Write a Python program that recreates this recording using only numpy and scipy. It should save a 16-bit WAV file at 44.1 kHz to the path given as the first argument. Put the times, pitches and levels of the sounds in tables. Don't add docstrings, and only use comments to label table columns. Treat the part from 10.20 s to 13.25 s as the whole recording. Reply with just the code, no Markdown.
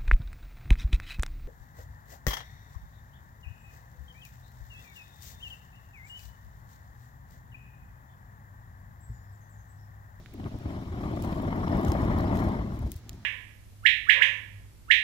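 import sys
import numpy as np
from scipy import signal
from scipy.fft import rfft, irfft
from scipy.io import wavfile
from scipy.ndimage import uniform_filter1d, map_coordinates

SR = 44100
rng = np.random.default_rng(int(sys.argv[2]) if len(sys.argv) > 2 else 0)


def generate_wav(sig):
    pcm = np.round(np.clip(np.atleast_2d(sig).T, -1, 1) * 32767).astype(np.int16)
    wavfile.write(sys.argv[1], SR, pcm)


N = 134505
T, HZ = np.arange(N) / SR, np.fft.rfftfreq(N, 1 / SR)
CUTOFF_HZ = 15850
SIDES = np.array([[.5], [-.5]])

# freq_hz, left_minus_right_db
FIRE_BALANCE = [(50, 0.9), (110, 1.3), (200, 3.0), (330, 1.7), (450, 1.1), (630, 10.7), (850, 4.5),
                (1100, 5.8), (1450, 1.3), (1850, 2.6), (2200, 7.6), (2600, 4.0), (3100, -0.5), (4400, -2.2),
                (7000, -1.4), (10000, 6.8), (15000, 3.8)]
# time_s, relative_db
HISS_ENVELOPE = [(0, -76), (.15, -69.5), (.27, -64), (.38, -67), (.5, -61.5), (.69, -65), (.85, -59),
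                 (1.1, -58.5), (1.35, -60), (1.55, -56), (1.9, -56), (2.25, -56), (2.45, -64.5),
                 (2.68, -67), (2.82, -73), (2.93, -72), (3.05, -71)]


def amp(db):
    return 10 ** (np.asarray(db) / 20)


def rms(x):
    return np.sqrt(np.mean(x ** 2) + 1e-20)


def over_freq(points, hz=HZ):
    at_hz, value = np.transpose(points)
    return np.interp(np.log(hz + 1), np.log(at_hz + 1), value)


def over_time(points):
    return np.interp(T, *np.transpose(points))


def below(edge_hz):
    return 1 / np.sqrt(1 + (HZ / edge_hz) ** 12)


def above(edge_hz):
    return np.sqrt(1 - below(edge_hz) ** 2)


def waver(rate_hz):
    motion = irfft(rfft(rng.standard_normal(N)) * below(rate_hz) * above(rate_hz / 10), N)
    return motion / rms(motion)


def impulses(per_s, spread_db):
    size = amp(spread_db * np.minimum(rng.exponential(1, N), 3)) * rng.choice([-1, 1], N)
    train = size * (rng.random(N) < per_s / SR)
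    return train / rms(train)


def at_microphones(drives, colour, balance, coherence, lead_rad=0, band=1):
    common, separate = rfft(drives) * amp(over_freq(colour)) * band
    alike = np.clip(over_freq(coherence), 0, 1)
    lean = amp(over_freq(balance) / 2)
    left = common * lean * np.exp(1j * lead_rad)
    right = (alike * common + np.sqrt(1 - alike ** 2) * separate) / lean
    pair = irfft(np.array([left, right]), N)
    return pair / rms(pair.mean(0))


def hush(level_db=-50.5):
    # freq_hz, density_db
    colour = [(30, -6), (111, 5), (250, -11), (500, -22), (1000, -25), (1850, -23.5), (2600, -34),
              (3800, -29.5), (5500, -30), (7200, -33), (8200, -39), (15000, -40)]
    # freq_hz, left_minus_right_db
    balance = [(100, -0.5), (350, 1), (700, -9), (1500, 0), (3800, -9), (6000, 2), (9000, 2)]
    # freq_hz, coherence
    coherence = [(60, 0.91), (300, 0.95), (1000, 0.95), (4000, 0)]
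    return amp(level_db) * at_microphones(rng.standard_normal((2, N)), colour, balance, coherence)


def eddies(pair, depth_db, patch_hz=224.5, patch_s=.02):
    size, hop = 512, 128
    spectra = signal.stft(pair, nperseg=size, noverlap=size - hop)[2]
    bins, frames = np.indices(spectra.shape[1:])
    position = [bins * SR / size / patch_hz, frames * hop / SR / patch_s]
    field = map_coordinates(rng.standard_normal((400, 400)), position, order=1, mode="wrap")
    patches = amp(depth_db * field / rms(field))
    return signal.istft(spectra * patches, nperseg=size, noverlap=size - hop)[1][:, :N]


def turbulence(band, colour, level_db, flicker_db, puffs_per_s, puff_share, steady_s, eddy_db=0):
    # freq_hz, coherence
    coherence = [(60, 1), (330, 0.97), (520, 0.91), (1500, 0.81), (3000, 0.42), (5000, 0.04), (12000, 0.14)]
    # freq_hz, left_lead_rad
    lead = [(30, -0.5), (200, 0.28), (450, 0.82), (620, 1.09), (1100, 1.5), (1800, 3.5), (2400, 3),
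            (4000, 6), (8000, 13.5)]
    drives = np.array([np.sqrt(puff_share) * impulses(puffs_per_s, spread_db=0.5)
                       + np.sqrt(1 - puff_share) * rng.standard_normal(N) for _ in range(2)])
    pair = at_microphones(drives * amp(flicker_db), colour, FIRE_BALANCE, coherence, over_freq(lead), band)
    if eddy_db:
        pair = eddies(pair, eddy_db)
    window = int(steady_s * SR)
    power = uniform_filter1d(uniform_filter1d(pair.mean(0) ** 2, window), window)
    return pair / np.sqrt(abs(power) + 1e-6) * amp(level_db)


def flames():
    # time_s, buffet_db, flutter_db, roar_db
    gust = [(0.0, -48, -57, -62), (0.05, -55.5, -88, -75), (0.15, -45, -46.5, -66), (0.268, -35, -38, -50),
            (0.3, -49, -50, -58), (0.358, -34, -38, -53.5), (0.37, -39, -50, -59), (0.435, -42.5, -46, -55),
            (0.46, -31.5, -38, -50.5), (0.52, -42, -42, -51), (0.57, -36.5, -37, -47.5),
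            (0.65, -41.5, -42.5, -54.5), (0.7, -34.5, -44, -53.5), (0.83, -34.5, -35.5, -44.5),
            (1.47, -32.5, -32, -40.5), (1.56, -27.5, -27.5, -35.5), (1.64, -40, -29, -38),
            (1.68, -28, -30, -37.5), (1.79, -31, -31, -37.5), (1.83, -25.5, -29.5, -37.5),
            (2.26, -29.5, -29, -37.5), (2.3, -24.5, -31.5, -38), (2.34, -41, -30.5, -40.5),
            (2.4, -34, -35, -43), (2.45, -36, -35, -48.5), (2.62, -34.5, -43.5, -51.5),
            (2.674, -27.5, -38, -52), (2.71, -56, -45, -69), (2.77, -48, -65, -71), (2.82, -58.5, -61, -74),
            (2.93, -40.5, -52, -64.5), (3.05, -69, -63, -72)]
    # freq_hz, density_db
    flame_colour = [(20.0, -17), (45.0, -2), (105.0, 1), (145.0, -7), (200.0, -5), (330.0, -9.5),
                    (470.0, -20.5), (630.0, -14), (850.0, -18), (1100.0, -19.5), (1450.0, -26),
                    (1850.0, -27.5), (2200.0, -30), (2600.0, -45), (3100.0, -24.5)]
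    # freq_hz, density_db
    hiss_colour = [(2200.0, -2), (2650.0, -6.5), (3050.0, -5), (4100.0, -9), (4700.0, -16), (5500.0, -9),
                   (6200.0, -25.5), (7200.0, -16), (7900.0, -26.5), (10000.0, -23.5), (15500.0, -25.5)]
    # time_s, roar_surge_db
    flaps = [(0.143, 11), (0.199, 7.5), (0.261, 5), (0.345, 10.5), (0.457, 5.5), (.506, 10.5), (.984, -2.5),
             (1.075, 4.5), (1.28, 3.5), (1.329, 5), (1.528, 7), (1.752, 5), (2.128, 4), (2.864, 9),
             (2.945, 7)]
    buffet_top_hz, flutter_top_hz, roar_top_hz = 148.3, 425, 2180
    flap_rise_s, flap_fall_s = 0.002, 0.0046
    time_s, *levels_db = np.transpose(gust)
    buffet_db, flutter_db, roar_db = (np.interp(T, time_s, db) for db in levels_db)
    flicker = waver(rate_hz=56)
    flap_db = sum(db * np.exp(-.5 * ((T - at_s) / np.where(T < at_s, flap_rise_s, flap_fall_s)) ** 2)
                  for at_s, db in flaps)
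    buffet = turbulence(below(buffet_top_hz), flame_colour, buffet_db - 0.97, 0.27 * flicker,
                        puffs_per_s=90, puff_share=0.14, steady_s=0.097)
    flutter = turbulence(above(buffet_top_hz) * below(flutter_top_hz), flame_colour,
                         flutter_db - 0.08 + 0.75 * flap_db, 1.9 * flicker,
                         puffs_per_s=140, puff_share=0.48, steady_s=0.04)
    roar = turbulence(above(flutter_top_hz) * below(roar_top_hz), flame_colour,
                      roar_db + 0.5 + flap_db, 1.76 * flicker,
                      puffs_per_s=500, puff_share=0.32, steady_s=0.052, eddy_db=2)
    hiss = turbulence(above(roar_top_hz), hiss_colour,
                      over_time(HISS_ENVELOPE) - 1.54 + 0.15 * flap_db, 0.88 * flicker,
                      puffs_per_s=2500, puff_share=0.33, steady_s=0.061, eddy_db=3)
    return buffet + flutter + roar + hiss


def embers():
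    # centre_s, sigma_s, level_db
    sizzles = [(0.83, .03, -65.5), (1.04, 0.019, -58), (1.13, .07, -64.5), (1.695, 0.04, -56),
               (2.176, 0.022, -53), (2.546, 0.022, -62), (2.62, 0.013, -65), (2.67, 0.01, -60.5),
               (2.728, 0.019, -58.5), (2.769, 0.016, -58.5), (2.95, 0.011, -68)]
    # freq_hz, density_db
    colour = [(500, -29), (2000, -13), (3800, 0.5), (7200, 0), (8200, -2.5), (10000, -3.5), (15000, -4.5)]
    ticks_per_s, sizzle_ticks_per_s, decay_s = 170, 700, .0012
    tick_offset_db, clump_db, sticks = -11, 3, 6
    sizzle_gain = sum(amp(db) * np.exp(-.5 * ((T - centre_s) / sigma_s) ** 2)
                      for centre_s, sigma_s, db in sizzles)
    tick_gain = amp(over_time(HISS_ENVELOPE) + tick_offset_db + clump_db * waver(rate_hz=30))
    spectrum = 0
    for _ in range(sticks):
        ticks = tick_gain * impulses(ticks_per_s / sticks, spread_db=4)
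        sizzle = sizzle_gain * impulses(sizzle_ticks_per_s / sticks, spread_db=-3.5)
        scatter = rng.standard_normal((2, N)) * np.exp(-np.minimum(T / decay_s, 20))
        response = rfft(scatter) * amp(over_freq(colour) + SIDES * over_freq(FIRE_BALANCE))
        spectrum = spectrum + rfft(ticks + sizzle) * response / rms(abs(response))
    return irfft(spectrum, N) / np.sqrt(sticks)


def snap(level_db, body_db, edge_db, pan_db):
    size, delay_s, decay_s = 2048, .001, .0008
    tail_db, tail_s = -12, .003
    t, hz = np.arange(size) / SR, np.fft.rfftfreq(size, 1 / SR)
    age_s = np.maximum(t - delay_s, 0)
    envelope = (t > delay_s) * (np.exp(-age_s / decay_s) + amp(tail_db) * np.exp(-age_s / tail_s))
    scatter = rng.standard_normal((2, size)) * envelope
    scatter /= np.linalg.norm(scatter, axis=1, keepdims=True)
    direct = 0.6 * np.exp(-2j * np.pi * hz * delay_s)
    # freq_hz, density_db
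    colour = [(900, body_db - 10), (1700, body_db), (3400, body_db + 3), (5200, -11.5), (7300, -9),
              (8300, edge_db - 6.5), (10000, edge_db), (16000, edge_db + 5.5)]
    spectrum = (direct + rfft(scatter)) * amp(over_freq(colour, hz)) * (hz < CUTOFF_HZ)
    lean = amp(SIDES * over_freq(FIRE_BALANCE, hz))
    crack = irfft(spectrum * lean) / np.linalg.norm(irfft(spectrum), axis=1, keepdims=True)
    return 2.76 * crack * amp(level_db + 2 + SIDES * pan_db)


def snaps():
    # start_s, relative_db, body_db, edge_db, pan_left_db
    fibres = [(0.0594, -37.5, 12, -20, -11), (0.138, -41.5, 0, 0, -2), (0.2413, -43, 2, -26, -6),
              (0.3864, -46, -1, -8, -2), (0.962, -46, -21, -22, 2), (1.0226, -35, -16, -14, -2),
              (1.037, -40, -4, -19, 0), (1.0484, -43, -9, -14, 1), (1.127, -37, 7, -25, -1),
              (1.2212, -46, -15, -5, 3), (1.362, -47, -9, -3, 5), (1.48, -36.5, 5, -30, -13),
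              (1.5702, -40.5, -10, -15, -1), (1.611, -41, -10, -15, -4), (1.6484, -33.5, -14, -21, -2),
              (1.6823, -36, -15, -20, -3), (1.7, -41, -6, -17, -1), (1.7183, -29, -18, -17, 0),
              (1.9855, -39.5, -12, -14, 2), (2.007, -39, -15, -22, 0), (2.171, -39.5, -5, -16, -2),
              (2.189, -37, -3, -24, 1), (2.3194, -49, -3, -17, -12), (2.5907, -43, -18, -11, -5),
              (2.7173, -27, -13, -6, -0.5), (2.765, -43, -17, -10, -2), (2.893, -28.5, -16, -16, -4.5),
              (2.93, -46, -21, -25, -9)]
    out = np.zeros((2, N))
    for start_s, *settings in fibres:
        crack = snap(*settings)
        remaining = out[:, round(start_s * SR):]
        remaining[:, :crack.shape[1]] += crack[:, :remaining.shape[1]]
    return out


def thumps():
    # centre_s, envelope_peak_db, pitch_hz
    pockets = [(0.345, -31, 131), (0.459, -28.5, 102), (1.696, -16, 80), (2.403, -23, 67),
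               (2.541, -25.5, 74.5), (2.629, -27.5, 81), (2.655, -25, 57), (2.724, -34, 70.5),
               (2.761, -28.5, 83.5), (2.904, -35, 74)]
    rise_cycles, fall_cycles, pan_left_db = .4, .55, 1
    out = np.zeros(N)
    for centre_s, level_db, pitch_hz in pockets:
        cycles = (T - centre_s) * pitch_hz
        swell = np.exp(-.5 * (cycles / np.where(cycles < 0, rise_cycles, fall_cycles)) ** 2)
        out += amp(level_db) * swell * np.sin(2 * np.pi * cycles)
    return out * amp(SIDES * pan_left_db)


def scene():
    return flames() + thumps() + snaps() + embers() + hush()


def record(dry):
    taps = signal.firwin(511, CUTOFF_HZ, window=("kaiser", 9), fs=SR)
    return signal.oaconvolve(dry, taps[None], "same")


dry = scene()
out = record(dry)
generate_wav(out)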